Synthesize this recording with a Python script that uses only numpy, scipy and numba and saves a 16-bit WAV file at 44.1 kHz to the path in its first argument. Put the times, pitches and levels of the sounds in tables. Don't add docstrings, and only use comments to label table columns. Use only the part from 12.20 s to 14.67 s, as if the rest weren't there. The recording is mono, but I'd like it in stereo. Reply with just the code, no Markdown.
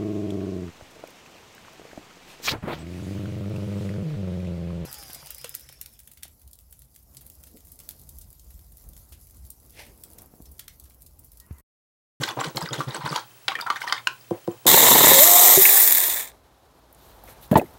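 import sys
import numpy as np
from scipy import signal
from scipy.fft import rfft, irfft
from scipy.io import wavfile
from scipy.ndimage import uniform_filter1d
from numba import njit

SR = 44100
rng = np.random.default_rng(int(sys.argv[2]) if len(sys.argv) > 2 else 0)


def master(y):
    cut = np.clip(np.atleast_2d(y).T, -1, 1)
    pcm = np.round(cut * 32767)
    wavfile.write(sys.argv[1], SR, pcm.astype(np.int16))


def natural_amplitude(level_db):
    exponent = np.asarray(level_db, float) / 20
    return 10 ** exponent


N = 108750

# (time [s], peak level [dB])
TAPS = [
    (2.1084, -14),
    (2.276, -15),
    (2.4542, -15),
]
# (frequency [Hz], level [dB], ring time t60 [s])
TABLE = [(108.4, -27.5, 0.13), (191, -10, 0.047), (346, -2.5, .08), (485, -2, .045), (590, -6, .055),
         (739, -9.5, 0.097), (854, -13, 0.019), (1000, -5.5, 0.016), (1570, -15.5, 0.0077)]


def unit(x):
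    return x / np.sqrt(np.mean(x ** 2))


def band(x, hz, width_hz):
    return signal.lfilter(*signal.iirpeak(hz, hz / width_hz, fs=SR), x)


def band_twice(x, hz, width_hz):
    return band(band(x, hz, width_hz), hz, width_hz)


def shade(table, hz):
    table_hz, table_db = np.array(table).T
    return np.interp(np.log(hz), np.log(table_hz), table_db)


def swell(start, length, rise=0.36):
    u = (np.arange(N) / SR - start) / length
    ramp = np.minimum(u / rise, (1 - u) / (1 - rise))
    return np.sin(np.pi / 2 * np.clip(ramp, 0, 1)) ** 2


@njit
def rings(at, size, hz, t60, attack, glide, turn):
    out = np.zeros(N)
    for k in range(len(at)):
        first, phase = int(at[k] * SR) + 1, turn[k]
        for i in range(max(first, 0), min(first + int(t60[k] * SR), N)):
            u = i / SR - at[k]
            phase += 2 * np.pi * hz[k] * (1 + glide[k] * u) / SR
            fade = (1 - np.exp(-u / attack[k])) * np.exp(-np.log(1000) * u / t60[k])
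            out[i] += size[k] * fade * np.sin(phase)
    return out


def ring(at, db, hz, t60, attack, glide=0., turn=0.):
    settings = np.broadcast_arrays(at, db, hz, t60, attack, glide, turn)
    at, db, hz, t60, attack, glide, turn = (1. * v.ravel() for v in settings)
    return rings(at, natural_amplitude(db), hz, np.clip(t60, .002, 1), np.clip(attack, 1e-5, 1), glide, turn)


def pan(x, db):
    return x * natural_amplitude(np.array([[db / 2], [-db / 2]]))


def camcorder():
    # (frequency [Hz], density [dB per Hz])
    hiss_curve = [(24, -14), (50, -17), (108, -22), (300, -12), (1000, -14.5), (3190, -20), (11400, -22),
                  (15300, -37)]
    # (frequency [Hz], level [dB], ring time t60 [s])
    tick_modes = [(3090, -8.5, 0.051), (2630, -7.5, 0.037)]
    field_hz, line_hz, second_line_hz = 59.94, 15734.3, 15747.2
    f, t = np.maximum(np.arange(N // 2 + 1) * SR / N, 1), np.arange(N) / SR

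    def shaped_noise(weight):
        return irfft(rfft(rng.standard_normal(N)) * natural_amplitude(shade(hiss_curve, f)) * weight, N)

    mid = shaped_noise(1)
    side = shaped_noise(0.071 + 60 / (f + 40) + 0.32 * (f > 6000))
    hiss = natural_amplitude(-54.5) * unit(mid + side * np.array([[1], [-1]]))
    hum = natural_amplitude(-60.5) * unit(band_twice(rng.standard_normal(N), 117.5, 31))

    k = np.arange(-1, 74)[:, None]
    hz, mode_db, t60 = np.array(tick_modes).T
    tick_db = -43.5 - 5 * (k % 2) + 2 * rng.standard_normal((len(k), 2))
    ticks = ring(.0409 + 2 * k / field_hz, tick_db + mode_db, hz, t60, 0.00083)

    field_pulse = np.diff(np.floor(t * field_hz), prepend=0)
    gate = field_pulse * np.cos(2 * np.pi * line_hz * t + 1)
    buzz = natural_amplitude(-67) * unit(band_twice(gate, 14700, 290))
    second = natural_amplitude(-4.7) * np.sin(2 * np.pi * second_line_hz * t)
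    whine = np.sqrt(2) * natural_amplitude(-58) * (np.sin(2 * np.pi * line_hz * t) + second)
    return hiss + pan(hum, -9.0) + ticks + buzz + whine


def strokes():
    # (time [s], level [dB], thump frequency [Hz])
    stroke_events = [(-.02, -26.5, 134.5), (0.067, -44.5, 116), (0.16, -31.5, 125), (0.254, -29, 154),
                     (0.341, -31, 135), (0.417, -26.5, 163), (0.497, -30, 130), (0.572, -25, 142),
                     (0.66, -25.5, 129.4), (0.772, -36.5, 152), (0.829, -28.5, 142), (0.9, -27.5, 150)]
    # (time [s], peak level [dB])
    shove_events = [(0.009, -24.5), (0.097, -32.5), (0.171, -21), (0.249, -25), (0.348, -26.5),
                    (0.423, -30), (0.509, -26.5), (0.551, -34), (0.589, -27.5), (0.676, -29),
                    (0.747, -28.5), (0.843, -28.5), (0.905, -28), (0.967, -37), (1.286, -40), (1.357, -37),
                    (1.498, -40.5), (1.635, -46), (1.69, -43), (1.728, -44), (1.87, -40.5)]
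    thump_cycles, rumble_s, rumble_db = 6.9, 0.099, -7
    tap_shake_db, thump_rough = -17.5, .55
    t, thump = np.arange(N) / SR, 0
    for s, db, hz in stroke_events:
        rocking = np.sin(2 * np.pi * hz * (t - s))
        thump = thump + natural_amplitude(db) * swell(s, thump_cycles / hz, rise=.4) * rocking
    tap_shakes = [(s + 0.014, db + tap_shake_db) for s, db in TAPS]
    push = sum(natural_amplitude(db + rumble_db) * swell(s - .004, rumble_s, rise=0.049)
               for s, db in list(shove_events) + tap_shakes)
    noise = rng.standard_normal(N)
    body = unit(sum(natural_amplitude(db) * unit(band(noise, hz, 6 / t60)) for hz, db, t60 in TABLE[1:]))
    roughness = 1 + thump_rough * unit(band(noise, 50, 80))
    return band_twice(thump * roughness, 145, 200), band(push * body, 294, 480)


def splashes(count=4000):
    # (time [s], level [dB], length [s], brightness [dB per octave])
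    splash_events = [(-0, -33, 0.12, 7), (0.07, -29, 0.076, 3.5), (0.154, -48, 0.042, 5),
                     (0.193, -29.5, 0.038, 4.5), (0.222, -33.5, 0.11, 5), (0.353, -51.5, 0.052, 15.5),
                     (0.399, -35, 0.068, 6), (.45, -37.5, 0.037, 4), (0.521, -31.5, 0.067, 5.5),
                     (0.571, -37, 0.11, 6), (0.665, -38, 0.14, 3.5), (0.737, -37, 0.066, 6),
                     (0.792, -37.5, 0.13, -1), (0.844, -30, 0.068, 2.5), (0.883, -34.5, 0.18, 5),
                     (0.944, -40, 0.081, 3.5), (1.287, -45, 0.067, 6), (1.387, -38.5, 0.022, -2),
                     (1.406, -39.5, 0.02, 10.5), (1.459, -36, 0.047, -8.5), (1.516, -40, 0.052, 3),
                     (1.552, -36, 0.046, 4.5), (1.599, -36.5, 0.071, 6), (1.663, -31, 0.071, 3.5),
                     (1.713, -33.5, 0.1, 2.5), (1.779, -42, 0.032, -0.5)]
    # (frequency [Hz], density [dB per Hz])
    splash_curve = [(240, -45), (400, -57), (854, -2), (2490, -16), (3510, -15), (4070, -15.5),
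                    (14000, -37)]
    spray_db = -6
    place, pitch, strength, length_draw, glide_draw = rng.random((count, 5)).T
    at, hz = place * 1.85, 750 * 16 ** pitch ** 1.293
    grain_db = shade(splash_curve, hz) + 3 * np.log2(hz / 1000) - 3.0 * np.log(strength + .05)
    out = 0
    for low_hz in 700 * 2. ** np.arange(5):
        pick = (hz >= low_hz) & (hz < 2 * low_hz)
        cycles = 24 * (.3 + length_draw[pick])
        grains = ring(at[pick], grain_db[pick], hz[pick], cycles / hz[pick], 2 / hz[pick],
                      12 * glide_draw[pick])
        mid_hz = 1.4 * low_hz
        flicker_db = 4 * unit(uniform_filter1d(rng.standard_normal(N), size=200))
        spray = band_twice(rng.standard_normal(N), mid_hz, low_hz)
        spray = spray * natural_amplitude(shade(splash_curve, mid_hz) + spray_db + flicker_db)
        envelope = sum(natural_amplitude(db + tilt_db * np.log2(low_hz / 1400)) * swell(s, length, rise=0.18)
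                       for s, db, length, tilt_db in splash_events)
        out = out + (grains + spray) * envelope
    return out * natural_amplitude(10.5)


def bubbles():
    # (time [s], peak level [dB], frequency [Hz], fade [cycles])
    large_bubbles = [(.023, -28, 1143, 32), (.09, -22.5, 810, 25), (.171, -30, 918, 50),
                     (.189, -19.5, 777, 18), (.2094, -20.5, 2050, 30), (.212, -17, 1064, 31),
                     (.238, -25.5, 1480, 41), (.377, -17.5, 855, 12.5), (.408, -28.5, 1980, 30),
                     (.415, -21.5, 908, 26), (.458, -28.5, 1960, 48), (.474, -31, 1506, 45),
                     (.49, -30.5, 1250, 44), (.523, -33, 802, 25), (.605, -18, 1170, 41),
                     (.746, -22, 1540, 22), (.765, -18.5, 1003, 11.5), (.81, -25, 1170, 16),
                     (.859, -21.5, 1000, 25), (.876, -29, 1060, 22), (.927, -20.5, 1186, 30),
                     (.96, -10.5, 947, 16), (.985, -30, 920, 20), (1.286, -14.5, 2680, 39),
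                     (1.29, -24, 780, 52), (1.31, -24, 2180, 35), (1.318, -22, 1105, 45),
                     (1.321, -26, 2780, 40), (1.353, -10, 1827, 24.7), (1.362, -30, 2160, 28),
                     (1.389, -25.5, 2330, 49), (1.388, -23.5, 1310, 30), (1.399, -21, 1390, 29),
                     (1.424, -29, 937, 58), (1.465, -19, 1360, 47), (1.468, -35, 1130, 8.7),
                     (1.477, -22.5, 1350, 29), (1.502, -11.5, 1161, 44), (1.559, -18, 1774, 29),
                     (1.565, -23, 1490, 25), (1.616, -21.5, 1546, 29), (1.618, -21.5, 2150, 36),
                     (1.639, -25, 950, 50), (1.669, -23, 1220, 25), (1.676, -18, 1850, 34),
                     (1.7, -28, 966, 51)]
    # (time [s], peak level [dB], frequency [Hz])
    small_bubbles = [(.0144, -23, 7400), (.0892, -19, 3430), (.1945, -28, 3840), (.2092, -15.5, 7440),
                     (.2433, -35, 3340), (.3481, -37, 3900), (.4105, -22, 7840), (.4246, -20, 4970),
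                     (.4579, -24, 3780), (.4885, -21.5, 4940), (.5082, -30, 3220), (.5312, -13, 6850),
                     (.5315, -18.5, 3685), (.5816, -27.5, 3340), (.7073, -25.5, 3800), (.7467, -16, 8020),
                     (.858, -26, 3750), (.8925, -20, 5080), (.902, -23, 4600), (1.3535, -23.5, 3150),
                     (1.4117, -17, 4750), (1.421, -24.5, 3630), (1.629, -30, 5100), (1.682, -26, 5100),
                     (1.697, -21.5, 3100), (1.765, -28, 1740), (1.7787, -26, 2120), (1.7795, -26, 3580),
                     (2.0106, -38.5, 4900), (2.3156, -34, 7270)]
    shed_db, small_cycles, rough = -9, 55, .45
    s, db, hz, cycles = np.array(large_bubbles).T
    pitch, delay = rng.random((2, 2, len(s)))
    shed_hz = hz * (0.782 + 0.685 * pitch)
    shed = ring(s + .003 + .014 * delay, db + shed_db, shed_hz, 24 / shed_hz, .001, 6)
    large = ring(s, db + 3, hz, cycles / hz, 0.00085, 0.53)
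    flutter = 1 + rough * unit(band(rng.standard_normal(N), 150, 300))
    s, db, hz = np.array(small_bubbles).T
    small = ring(s, db + 1, hz, small_cycles / hz, .0005, 2.8)
    return flutter * (large + shed) + small


def knocks():
    # (time [s], peak level [dB], brightness [dB per octave])
    knock_events = [
        (0.035, -8, 4.5),
        (0.243, -17.5, 3),
        (0.37, -15, 7.5),
        (0.532, -19, -1.5),
        (0.96, -12, 5),
        (1.281, -5, 1),
        (1.501, -10, -0.5),
        (1.724, -4.5, 1),
    ]
    # (frequency [Hz], level [dB])
    wall_modes = [(960, -6.5), (1200, -4.5), (1510, -3), (2080, -4), (2680, -16.5), (3150, -5),
                  (3700, -2.5), (4400, -2.5), (5670, -9.5), (6600, -13.5)]
    # (frequency [Hz], level [dB], ring time t60 [s])
    rim_modes = [(1050, -17, .035), (1500, -8, .014), (2550, -11, .014), (2760, -13, .022),
                 (3970, -13, 0.007), (5000, -20, .01), (6510, -18, .008)]
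    wall_t60_s, contact_s, scatter_db = 0.024, .0004, 2
    rattle_s, rattle_db = .003, -5
    crack_s, crack_db, rim_s = 0.0081, -19, 1.8708
    s, db, tilt_db = np.array(knock_events).T[:, :, None]
    hz, mode_db = np.array(wall_modes).T
    level = db - 6.5 + mode_db + tilt_db * np.log2(hz / 2000)
    t60 = wall_t60_s * np.sqrt(1000 / hz)
    wall = 0
    for late, change_db in ((0, 0), (rattle_s, rattle_db)):
        strength, detune, turn = rng.standard_normal((3, len(s), len(hz)))
        wall = wall + ring(s + late, level + change_db + scatter_db * strength,
                           hz * (1 + 0.062 * detune), t60, contact_s, 0, 2 * turn)
    burst = sum(natural_amplitude(a + b) * swell(start, crack_s) for start, a, b in knock_events)
    burst = burst + natural_amplitude(-1.5) * swell(rim_s, crack_s)
    crack = natural_amplitude(crack_db) * burst * band_twice(rng.standard_normal(N), 2900, 8800)
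    hz, mode_db, t60 = np.array(rim_modes).T
    rim = ring(rim_s, mode_db - 6, hz, t60, 0.0006) + ring(rim_s + 0.0007, mode_db, hz, t60, 0.00025)
    return wall + crack + rim


def taps():
    contact_s, bounce_s, bounce_db, tick_db = .0016, .0059, 3, -41
    s, db = np.array(TAPS).T[:, :, None]
    hz, mode_db, t60 = np.array(TABLE).T
    sign = np.pi * (np.arange(len(TABLE)) % 2)
    level, octaves = db - 5 + mode_db, np.log2(hz / 350)
    blow = ring(s, level + 3 * octaves, hz, t60, contact_s, 0, sign)
    bounce = ring(s + bounce_s, level + bounce_db - 8 * octaves, hz, t60, contact_s, 0, sign)
    touch = sum(swell(start - .004, 0.01) for start in s[:, 0])
    tick = touch * band(rng.standard_normal(N), 4100, 6200) * natural_amplitude(tick_db)
    return blow + bounce + tick


def room(x):
    t60_s, level_db, side_db, low_hz, top_hz = 0.17, -13.5, -35, 650, 5250
    u = np.arange(1 << 14) / SR
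    fade = np.exp(-np.log(1000) * u / t60_s) * np.clip(u / 0.00047, 0, 1)
    tail = rfft(rng.standard_normal((2, len(u))) * fade)
    tail = irfft(tail / np.sqrt(uniform_filter1d(abs(tail) ** 2, size=25)), len(u))
    tail = tail * (u < 1.5 * t60_s) * (u > 0)
    tail = signal.lfilter(*signal.butter(1, top_hz, fs=SR), tail)
    tail = signal.lfilter(*signal.butter(2, low_hz, "high", fs=SR), tail)
    tail = tail / np.sqrt(np.sum(tail[0] ** 2)) * natural_amplitude(level_db)
    both = tail[0] + natural_amplitude(side_db) * tail[1] * np.array([[1], [-1]])
    return x + signal.fftconvolve(x, both, axes=1)[:, :N]


def scene():
    noises = camcorder()
    thump, rumble = strokes()
    water = splashes() + bubbles() + knocks()
    water = signal.lfilter(*signal.butter(1, 450, "high", fs=SR), water)
    dull = signal.lfilter(*signal.butter(1, 1800, fs=SR), water)
    tub = pan(dull, -4.5) + pan(water - dull, -2.5) + pan(thump, -8)
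    table = pan(taps(), -1.9) + pan(rumble, -4)
    return room(tub + table) + noises


def low_pass(x):
    return signal.sosfilt(signal.butter(12, 17040, fs=SR, output="sos"), x)


def record(dry):
    x = signal.sosfilt(signal.butter(1, 40, "high", fs=SR, output="sos"), dry)
    x = signal.sosfilt(signal.cheby1(10, .3, 15790, fs=SR, output="sos"), x)
    return low_pass(x)


dry = scene()
out = record(dry)
master(out)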